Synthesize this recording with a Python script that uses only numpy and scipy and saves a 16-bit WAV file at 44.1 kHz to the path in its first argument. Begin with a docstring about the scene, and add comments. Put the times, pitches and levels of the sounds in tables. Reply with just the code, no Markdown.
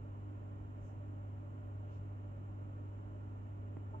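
"""A low, steady mains hum from an aquarium pump, heard close to the glass in a quiet room.
A motor adds slowly wandering tones of its own, over a soft rush of circulating water and air.
A few faint hisses pass in the first half. Near the end come two dull bumps, the first very faint,
and then a soft ringing knock."""
import sys
import numpy as np
from scipy import signal
from scipy.fft import rfft, irfft
from scipy.io import wavfile

SR = 44100
rng = np.random.default_rng(int(sys.argv[2]) if len(sys.argv) > 2 else 0)


def store_wav(level_fs):
    """Save 16-bit WAV to argv[1]."""
    pcm = np.round(np.clip(np.atleast_2d(level_fs), -1, 1) * 32767)
    wavfile.write(sys.argv[1], SR, pcm.T.astype(np.int16))


N = 176400

# pump hum: multiple of the mains, left level/dB, right level/dB
PUMP_HARMONICS = [(2, -46.5, -46.5), (4, -84.5, -71), (5, -67, -62), (6, -71, -62.5), (7, -85.5, -74.5),
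                  (8, -88, -69.5), (10, -84.5, -80.5), (14, -83.5, -81.5), (18, -90.5, -86)]
# motor tones, off the mains series: f/Hz, left level/dB, right level/dB
MOTOR_TONES = [(42.3, -76, -75), (49.4, -65, -64), (70.9, -73, -72), (142.6, -66, -66), (190.3, -69, -67),
               (206.2, -77, -74), (412.5, -78, -74), (587.5, -82, -79), (618.8, -84, -76), (1380, -94, -89)]
# bed of water and air: f/Hz, left density/dB per Hz, right density/dB per Hz
RUSH_SPECTRUM = [(19.7, -99, -98.5), (31, -87, -85.5), (47, -78.5, -77.5), (81.7, -74.5, -76.5),
                 (115, -84, -78.5), (174, -89.5, -86.5), (264, -93.5, -80), (373, -90, -89),
                 (481, -93.5, -94), (683, -98, -90), (1033, -93.5, -91.5), (1430, -99, -99),
                 (1573, -105, -103), (2200, -109, -109), (3015, -113, -110), (3300, -119, -120),
                 (4650, -131, -129), (6400, -130, -123), (7360, -123, -120), (8340, -137, -137),
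                 (10700, -137, -137), (12800, -135, -132), (15500, -135, -132)]
# resonances that colour the bed: f/Hz, width/Hz, lift/dB
RUSH_RESONANCES = [(301.5, 14, 8.5), (441.2, 12, 7.5), (587.7, 65, 10), (735, 16, 3.5), (1382, 40, 6.5),
                   (1792, 28, 6.5), (2884, 91, 2), (3920, 570, 2), (5260, 220, 1.5), (7300, 150, 4)]
# stereo image: f/Hz, likeness of the two sides (0-1), left lead/rad
STEREO_IMAGE = [(49, .94, 0.13), (145, 0.7, 0.083), (249, 0.5, 0.41), (343, 0.2, 0.24), (524, 0, 0.41),
                (617, 1, 1.98), (820, 0.62, 2.58), (1200, 0.82, 2.96), (1820, 0.54, 2.2), (2300, 0.02, 2.3),
                (8000, 0.2, 3.4)]
# faint hisses: centre t/s, half length/s, density/dB per Hz, lower edge/Hz, upper edge/Hz
HISS_SWELLS = [(.868, .038, -114, 6200, 7200), (1.665, .024, -128, 12500, 15500),
               (1.92, .045, -107, 2700, 3000), (1.948, .035, -119.5, 3500, 7000)]
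# contacts behind the dull bumps: t/s, drive level/dB
BUMP_HITS = [(2.990, -46), (3.769, -35.5)]
# modes of the bumped body: f/Hz, gain/dB, t60/s, leftward pan/dB
BUMP_BODY = [(304, -2, .012, -12), (850, -9, 0.0065, 7.5), (1870, -17.5, 0.0071, -0.5)]
# ring of the knock: f/Hz, relative level/dB, blur width/Hz
KNOCK_RING = [(388, -7, 20), (620, -8, 60), (883, 0, 7), (1020, -10, 60), (1300, -8, 50)]


def from_db(db):
    """Decibels to gain."""
    return 10 ** (np.asarray(db) / 20)


def at_hz(rows, hz):
    """Each column of a table, read on a log-frequency axis."""
    knots, *columns = np.transpose(rows)
    return [np.interp(np.log(hz + 1e-9), np.log(knots), column) for column in columns]


def panned(db):
    """Left and right gains; positive dB leans left."""
    return from_db([[db / 2], [-db / 2]])


def drift(rate_hz):
    """Smooth random modulation with spread 1, rolled off above rate_hz."""
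    hop, settle = 40, 2000
    pole = np.exp(-2 * np.pi * rate_hz * hop / SR)
    noise = rng.standard_normal(N // hop + settle + 2)
    slow = signal.lfilter([1], [1, -2 * pole, pole * pole], noise)[settle:]
    return np.interp(np.arange(N) / hop, np.arange(len(slow)), slow / slow.std())


def tone(hz, swing, lead=None):
    """A stereo sine of rms 1, then modulated in level and phase by swing; lead/rad puts the left ahead."""
    lead = at_hz(STEREO_IMAGE, hz)[1] if lead is None else lead
    wave = swing * np.exp(2j * np.pi * (hz * np.arange(N) / SR + rng.random()))
    return np.sqrt(2) * np.real([wave * np.exp(1j * lead), wave])


def stereo_noise(density_db):
    """Noise of a given spectrum, partly shared between left and right."""
    alike, lead = at_hz(STEREO_IMAGE, np.fft.rfftfreq(N, 1 / SR))
    right, own = rfft(rng.standard_normal((2, N)))
    left = alike * np.exp(1j * lead) * right + np.sqrt(1 - alike ** 2) * own
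    return irfft(np.array([left, right]) * from_db(density_db), N) * np.sqrt(SR / 2)


def pump_hum(mains_hz=50.02, waver_db=0.82, waver_hz=2.5):
    """The pump hums in gently wavering harmonics of the mains, the second far above the rest."""
    out = 0
    for multiple, left_db, right_db in PUMP_HARMONICS:
        swing = from_db(waver_db * drift(waver_hz))
        out += from_db([[left_db], [right_db]]) * tone(multiple * mains_hz, swing)
    return out


def motor_drone(waver_depth=0.22, waver_hz=1.8):
    """The motor's weaker tones wander in strength and phase."""
    out = 0
    for hz, left_db, right_db in MOTOR_TONES:
        swing = 1 + waver_depth * (drift(waver_hz) + 1j * drift(waver_hz))
        out += from_db([[left_db], [right_db]]) * tone(hz, swing)
    return out


def water_rush():
    """Circulating water and air lay down an even bed of noise, lifted at a few resonances."""
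    f = np.fft.rfftfreq(N, 1 / SR)
    lift_db = sum(db / (1 + (2 * (f - hz) / width) ** 2) for hz, width, db in RUSH_RESONANCES)
    return stereo_noise(np.array(at_hz(RUSH_SPECTRUM, f)) + lift_db)


def hisses(skirt_db_per_octave=31, top_db_per_octave=56.5):
    """Brief swells of high noise, barely above the rush, with a soft lower skirt and a steep top."""
    t = np.arange(N) / SR
    f = np.fft.rfftfreq(N, 1 / SR) + 1
    out = 0
    for centre_s, half_s, db, low_hz, high_hz in HISS_SWELLS:
        skirt_db = skirt_db_per_octave * np.maximum(np.log2(low_hz / f), 0)
        top_db = top_db_per_octave * np.maximum(np.log2(f / high_hz), 0)
        swell = np.exp(-.5 * ((t - centre_s) / half_s) ** 2)
        out += swell * stereo_noise(db - skirt_db - top_db)
    return out


def dull_bumps(contact_hz=1800):
    """Soft contacts push a heavily damped body, whose modes die almost at once."""
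    clicks = np.full(N, 1e-18)
    for start_s, db in BUMP_HITS:
        clicks[int(start_s * SR)] = from_db(db)
    push = signal.sosfilt(signal.butter(2, contact_hz, fs=SR, output="sos"), clicks)
    out = 0
    for hz, db, t60, pan_db in BUMP_BODY:
        pole = from_db(-60 / (t60 * SR))
        angle = 2 * np.pi * hz / SR
        ring = signal.lfilter([0, np.sin(angle)], [1, -2 * pole * np.cos(angle), pole * pole], push)
        out += from_db(db) * panned(pan_db) * ring
    return out


def soft_knock(start_s=3.933, attack_s=.015, t60_s=.115, gain_db=-50.8, pan_db=-4):
    """A blurred knock swells quickly and rings out in a few unsteady modes, louder on the right."""
    roughness, left_lead_s = 0.23, .00034
    age = np.arange(N) / SR - start_s
    attack = np.clip(age / attack_s, 0, 1)
    decay = from_db(-60 * np.maximum(age - attack_s, 0) / t60_s)
    ring = 0
    for hz, db, width_hz in KNOCK_RING:
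        swing = 1 + roughness * (drift(width_hz) + 1j * drift(width_hz))
        ring += from_db(db) * tone(hz, swing, lead=2 * np.pi * hz * left_lead_s)
    return from_db(gain_db) * panned(pan_db) * attack * decay * ring


def scene():
    """A bed of hum and rush, with the small events on top."""
    return pump_hum() + motor_drone() + water_rush() + hisses() + dull_bumps() + soft_knock()


def record(dry):
    """A steep low-pass takes the very top off the mix."""
    cutoff_hz = 15750
    return signal.sosfiltfilt(signal.ellip(10, .05, 60, cutoff_hz, fs=SR, output="sos"), dry)


dry = scene()
out = record(dry)
store_wav(out)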